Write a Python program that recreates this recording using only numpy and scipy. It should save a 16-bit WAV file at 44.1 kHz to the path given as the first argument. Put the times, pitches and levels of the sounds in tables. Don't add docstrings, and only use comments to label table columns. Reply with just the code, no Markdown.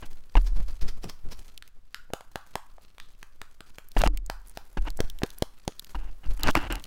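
import sys
import numpy as np
from scipy import signal
from scipy.fft import rfft, irfft
from scipy.io import wavfile
from scipy.ndimage import uniform_filter1d

SR = 44100
rng = np.random.default_rng(int(sys.argv[2]) if len(sys.argv) > 2 else 0)


def dump(signal):
    limited = np.clip(np.atleast_2d(signal).T, -1, 1)
    pcm = np.round(limited * 32767).astype(np.int16)
    wavfile.write(sys.argv[1], SR, pcm)


def nominal_scale(level):
    x = np.asarray(level, float) / 20
    return 10 ** x


N = 302526

# (time [s], ring peak [dB], ring of the fold [Hz], puff of air [dB])
SNAPS = [(0.354, -11, 886, -12.5), (1.042, -27.5, 576, -30.5), (1.624, -32, 1470, -82),
         (1.945, -21.5, 1540, -106), (2.103, -40, 735, -36), (2.135, -14, 623, -23.5),
         (2.208, -32.5, 750, -47.5), (2.357, -17.5, 726, -24.5), (2.555, -14.5, 795, -22),
         (2.782, -37.5, 614, -74), (2.982, -34, 1080, -73), (3, -29, 1470, -75), (3.229, -28.5, 1290, -45),
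         (3.416, -25.5, 1370, -36), (3.606, -30, 1340, -38.5), (3.784, -26.5, 1140, -37.5),
         (3.966, -15.5, 737, -15.5), (4.017, -14.5, 1190, -17), (4.037, -6, 685, -17),
         (4.074, -10.5, 840, -17.5), (4.299, -16.5, 890, -30), (4.573, -22.5, 700, -34),
         (4.771, -44, 810, -22), (4.991, -23.5, 700, -32), (5.004, -54, 520, -8.5), (5.219, -21, 675, -35),
         (5.234, -32, 730, -9.5), (5.423, -12.5, 645, -9.5), (5.678, -29.5, 490, -14),
         (5.947, -27, 900, -64), (6.473, -6.5, 1450, -46), (6.483, -8.5, 1510, -28),
         (6.488, -8.5, 1330, -10), (6.497, -17, 1370, -34), (6.553, 0, 820, -35)]
# (start [s], end [s], first relative level [dB], last relative level [dB])
SCRAPES = [(0.023, 0.054, -47.5, -62), (0.367, 0.383, -26, -44), (3.97, 3.983, -30, -59),
           (3.981, 4.013, -56, -36), (4.048, 4.066, -53, -27.5), (4.772, 4.792, -36, -52.5),
           (4.849, 4.886, -62, -38.5), (5.951, 5.966, -42.5, -53.5), (5.973, 6.103, -62, -64.5),
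           (6.233, 6.273, -57.5, -62), (6.392, 6.497, -58, -38.5), (6.434, 6.503, -44.5, -36.5),
           (6.502, 6.516, -34, -69), (6.549, 6.577, -38, -31), (6.578, 6.682, -44, -46.5),
           (6.701, 6.809, -40, -60)]
# (time [s], ring level [dB], sway level [dB])
KNOCKS = [(0.025, -99.5, -25), (0.361, -12, -16.5), (0.522, -23, -15), (0.597, -25.5, -21),
          (0.825, -29, -14.5), (1.246, -42, -23), (3.972, -16.5, -12.5), (4.071, -19.5, -30.5),
          (4.785, -19.5, -23), (4.865, -43, -19.5), (5.001, -34, -21.5), (5.947, -28, -18),
          (6.264, -22.5, -16), (6.44, -42, -17.5), (6.695, -24.5, -38), (6.766, -43, -32)]
LANDING_S = 0.012
GIVE_S = 0.017


def evened(x):
    return x / np.sqrt(np.mean(x ** 2) + 1e-20)


def wander(size):
    return evened(uniform_filter1d(rng.standard_normal(N), size=size))


def read(points, hz, axis=1):
    table = np.transpose(points)
    return np.interp(np.log(hz + 1), np.log(table[0] + 1), table[axis])


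def coloured(x, points):
    gain = nominal_scale(read(points, np.fft.rfftfreq(len(x), 1 / SR)))
    return irfft(rfft(x) * gain, len(x))


def resonate(x, hz, width):
    r = np.exp(-np.pi * width / SR)
    return 2 * signal.lfilter([1 - r], [1, -r * np.exp(2j * np.pi * hz / SR)], x).real


def steep(x, hz, width):
    return resonate(resonate(x, hz, width), hz, width)


def add(mix, s, sound):
    part = mix[round(s * SR):][:len(sound)]
    part += sound[:len(part)]


def burst(t, t60):
    rattle = rng.standard_normal(len(t)) * np.minimum(t / 0.00063, 1) * nominal_scale(-60 * t / t60)
    rattle[round(SR / 2000)] -= 3.5
    return rattle


def ticks(count, per_s, spread_db):
    size = nominal_scale(spread_db * np.minimum(rng.exponential(1, count), 4))
    return size * rng.choice([-1., 1.], count) * (rng.random(count) < per_s / SR)


def snaps():
    # (frequency [Hz], relative gain [dB])
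    crack_spectrum = [(900, -29), (1600, 7), (4000, 4), (11000, -7), (16000, -10.5)]
    crack_db, soft_db = -3, -34
    pressed_db, firm_db = 18, -48
    muffled_db = 47
    t = np.arange(1500) / SR
    cracks, rings, puffs = np.zeros(N), np.zeros(N), np.zeros(N)
    for s, db, hz, puff_db in SNAPS:
        landing = any(abs(s - start) < LANDING_S for start, *_ in SCRAPES)
        followed = any(0 < later - s < GIVE_S for later, *_ in SNAPS)
        pressed = any(start < s < end and first_db > firm_db for start, end, first_db, _ in SCRAPES)
        strikes = any(0 <= start - s < GIVE_S for start, *_ in SCRAPES)
        force = np.hypot(nominal_scale(db), nominal_scale(puff_db))
        muffled = landing or followed or strikes or force < nominal_scale(soft_db)
        loss_db = pressed_db * pressed + muffled_db * muffled
        add(cracks, s, force * nominal_scale(crack_db - loss_db) * burst(t, 0.009))

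        shake = burst(t, 0.007)
        ring = steep(shake, hz, (0.42 if strikes else 0.9) * hz)
        ring += (0.14 if strikes else 0.25) * steep(shake, 1.9 * hz, 1.5 * hz)
        add(rings, s, nominal_scale(db) * ring / abs(ring).max())

        u = t / 0.00047
        flutter = steep(burst(t, 0.04), 400, 600)
        puff = -u * np.exp(1 - u) + 0.45 * flutter / abs(flutter).max()
        add(puffs, s, nominal_scale(puff_db) * puff)
    return rings + coloured(cracks, crack_spectrum), puffs


def creases():
    # (time [s], peak [dB], centre [Hz])
    crease_ticks = [(1.5769, -21, 3180), (1.677, -30, 2500), (3.8862, -29.5, 12100), (3.917, -28, 3970),
                    (4.1737, -16.5, 2440), (4.2625, -27.5, 6340), (4.4734, -34, 9600), (4.483, -33, 10000),
                    (4.496, -31, 8800), (4.9035, -20.5, 4060), (4.9727, -25.5, 7760), (5.0994, -21.5, 3370),
                    (5.1876, -26.5, 2760), (5.3037, -22, 3330), (5.3847, -23, 11500), (5.7947, -13.5, 3900),
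                    (5.8454, -24, 3150), (6.396, -25.5, 2540), (6.4334, -7, 3780), (6.505, -18, 4940),
                    (6.5095, -16, 3000), (6.5517, -10.5, 2500), (6.7243, -14, 2850), (6.755, -16.5, 2800),
                    (6.7972, -28.5, 2960), (6.84, -24, 3040)]
    t, out = np.arange(1500) / SR, np.zeros(N)
    for s, db, hz in crease_ticks:
        tick = resonate(burst(t, 0.0083), hz, 0.27 * hz)
        tick = np.diff(tick, prepend=0)
        add(out, s, nominal_scale(db) * tick / abs(tick).max())
    return out


def ring_on():
    # (time [s], centre [Hz], width of each filter pass [Hz], level before decay [dB])
    after_blows = [(1.948, 1430, 70, -50.5), (3.004, 3530, 1610, -56), (4.087, 302, 30, -44)]
    t, out = np.arange(SR // 4) / SR, np.zeros(N)
    t60 = 0.41
    for s, hz, width, db in after_blows:
        hum = evened(steep(rng.standard_normal(len(t)), hz, width))
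        add(out, s, nominal_scale(db - 60 * t / t60) * hum)
    return out


def crackle():
    # (time [s], relative crackle level [dB])
    handling = [(0, -42), (.8, -47), (1.4, -39.5), (1.75, -56), (2.2, -47.5), (3.9, -48.5), (3.964, -36),
                (3.968, -23.5), (4.077, -31), (4.083, -85), (4.398, -44), (5.4, -39), (5.6, -46.5),
                (6.86, -35)]
    # (middle [s], relative level [dB])
    rustles = [(0.474, -33), (0.569, -37), (0.686, -44.5), (0.825, -32.5), (0.89, -26.5), (1.041, -29),
               (1.1, -29.5), (1.324, -30.5), (6.487, -37), (6.574, -24.5)]
    # (frequency [Hz], relative gain [dB])
    crackle_spectrum = [(200, 6), (1500, -2.5), (3600, -8.5), (6800, -11), (16000, -12)]
    # (frequency [Hz], relative gain [dB])
    slide_spectrum = [(300, -3), (1200, -9), (3800, -10), (5400, -6), (6600, -17), (16000, -25)]
    clumps = np.minimum(nominal_scale(8 * wander(500)), 6)
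    spells = np.minimum(nominal_scale(10 * wander(5000)), 4)
    t, small = np.arange(400) / SR, np.zeros(N)
    for hz in np.geomspace(3500, 14000, num=6):
        rattle = rng.standard_normal(len(t)) * t * nominal_scale(-60 * t / 0.009)
        crease = evened(steep(rattle, hz, hz))
        small += signal.oaconvolve(ticks(N, 9 * clumps * spells, 3.5), crease)[:N]
    small = evened(small)
    fine = rng.standard_normal(N) * clumps ** 0.3

    time = np.arange(N) / SR
    half_s = 0.011
    swells = sum(nominal_scale(peak_db) * np.exp(-((time - s) / half_s) ** 2) for s, peak_db in rustles)
    handling_s, handling_db = np.transpose(handling)
    touch = nominal_scale(np.interp(time, handling_s, handling_db))
    handled = coloured(touch * (0.34 * small + 0.19 * fine), crackle_spectrum)
    return handled + coloured(swells * (fine + 0.6 * small), slide_spectrum)


def scrapes():
    # (frequency [Hz], width of each pass [Hz], relative gain [dB])
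    housing_modes = [(303, 89, 3.5), (857, 253, -5), (1520, 390, -14.5), (2800, 470, -8)]
    # (frequency [Hz], relative gain [dB])
    foam_spectrum = [(30, 13), (300, -4), (1300, -3), (3200, -13.5), (16000, -45)]
    light_db, damping = -67, 0.069
    touch = np.zeros(N)
    for start, end, first_db, last_db in SCRAPES:
        add(touch, start, nominal_scale(np.linspace(first_db, last_db, round((end - start) * SR))))
    slips = evened(ticks(N, 1300, 4.2)) + 1.3 * rng.standard_normal(N)
    slips *= uniform_filter1d(touch, size=60) * nominal_scale(2.5 * wander(250))
    bright = slips * np.maximum(touch / nominal_scale(light_db), 1) ** -damping
    housing = sum(nominal_scale(db) * steep(bright if hz > 2000 else slips, hz, width)
                  for hz, width, db in housing_modes)
    return nominal_scale(19.5) * housing + nominal_scale(18.0) * coloured(slips, foam_spectrum)


def stalk():
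    # (frequency [Hz], t60 [s])
    stalk_modes = [(38.57, 0.96), (10.2, 0.99)]
    thud_hz, thud_t60, thud_db = 28.4, 0.19, 19.5
    t, out = np.arange(SR) / SR, np.zeros(N)
    for (s, *levels), (next_s, *_) in zip(KNOCKS, KNOCKS[1:] + [(N / SR,)]):
        thud_level = nominal_scale(2 * levels[0] + thud_db - 60 * t / thud_t60)
        add(out, s - LANDING_S / 2, -thud_level * np.sin(2 * np.pi * thud_hz * t))
        damped_db = -300 * np.maximum(t - (next_s - s), 0)
        for db, (hz, t60) in zip(levels, stalk_modes):
            add(out, s, -nominal_scale(db - 60 * t / t60 + damped_db) * np.sin(2 * np.pi * hz * t))
    return out


def air():
    # (time [s], relative level [dB])
    turns = [(.815, -39), (1.035, -39), (1.247, -42)]
    # (frequency [Hz], relative gain [dB])
    air_spectrum = [(10, 18), (25, 5.5), (100, -17.5), (400, -65), (2000, -110)]
    t = np.arange(N) / SR
    gusts = sum(nominal_scale(sway_db) * (t > s) * np.exp(-abs(t - s) / 0.097) for s, _, sway_db in KNOCKS)
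    lumps = nominal_scale(1.84 * wander(1500))
    bumps = sum(nominal_scale(db) * np.maximum(t - s, 0) / 0.02 * np.exp(1 - abs(t - s) / 0.02) for s, db in turns)
    dull = bumps * lumps * evened(steep(rng.standard_normal(N), 82, 310))
    draught = nominal_scale(-43.5)
    push = nominal_scale(-3.5) * uniform_filter1d(gusts, size=400) + draught
    return dull + push * evened(lumps * coloured(rng.standard_normal(N), air_spectrum))


def reflect(x):
    # (frequency [Hz], t60 [s], relative level [dB])
    decay = [(304, 0.044, -16), (1270, 0.45, 1.5), (1940, 0.32, -6), (6000, 0.29, -3)]
    taps = np.zeros(SR // 2)
    at = np.arange(300, len(taps) - 20, 20)
    taps[at + rng.integers(0, 20, len(at))] = rng.choice([-1., 1.], len(at))
    hz, t, z = signal.stft(taps, SR, nperseg=256)
    fall_db = read(decay, hz, axis=2)[:, None] - 60 * t / read(decay, hz)[:, None]
    tail = signal.istft(z * nominal_scale(fall_db), SR, nperseg=256)[1]
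    return signal.oaconvolve(x, tail / np.linalg.norm(tail))[:N]


def room(x):
    drift = 2 * np.pi * 4.1 * np.arange(N) / SR
    return sum(reflect(x * np.cos(drift + k * np.pi / 3)) for k in range(3)) * np.sqrt(2 / 3)


def hush():
    # (frequency [Hz], relative gain [dB])
    hush_spectrum = [(10, 36.5), (25, -8), (60, -14), (250, -20), (1300, -14), (5000, -19), (16000, -34)]
    return nominal_scale(-51) * evened(coloured(rng.standard_normal(N), hush_spectrum))


def scene():
    t = np.arange(N) / SR
    folds, puffs = snaps()
    paper = folds + crackle()
    close = puffs + creases() + ring_on()
    touching = sum((t > start - GIVE_S) & (t < end + LANDING_S) for start, end, *_ in SCRAPES) > 0
    near_db = sum(max(puff_db + 24, 0) * (abs(t - s) < 0.01) for s, _, _, puff_db in SNAPS)
    into_room = paper * np.where(touching, 0.02, 1) * nominal_scale(-0.6 * near_db)
    echoes = nominal_scale(-12.0) * room(into_room)
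    return (paper + close + echoes + scrapes() + stalk() + air() + hush())[None]


def low_pass(x):
    return signal.sosfilt(signal.butter(12, 16840, fs=SR, output="sos"), x)


def record(dry):
    rounded = 0.59 * np.tanh(dry / 0.77)
    treble_cut = signal.firwin(255, 15900, fs=SR)[None]
    return low_pass(signal.oaconvolve(rounded, treble_cut, "same"))


dry = scene()
out = record(dry)
dump(out)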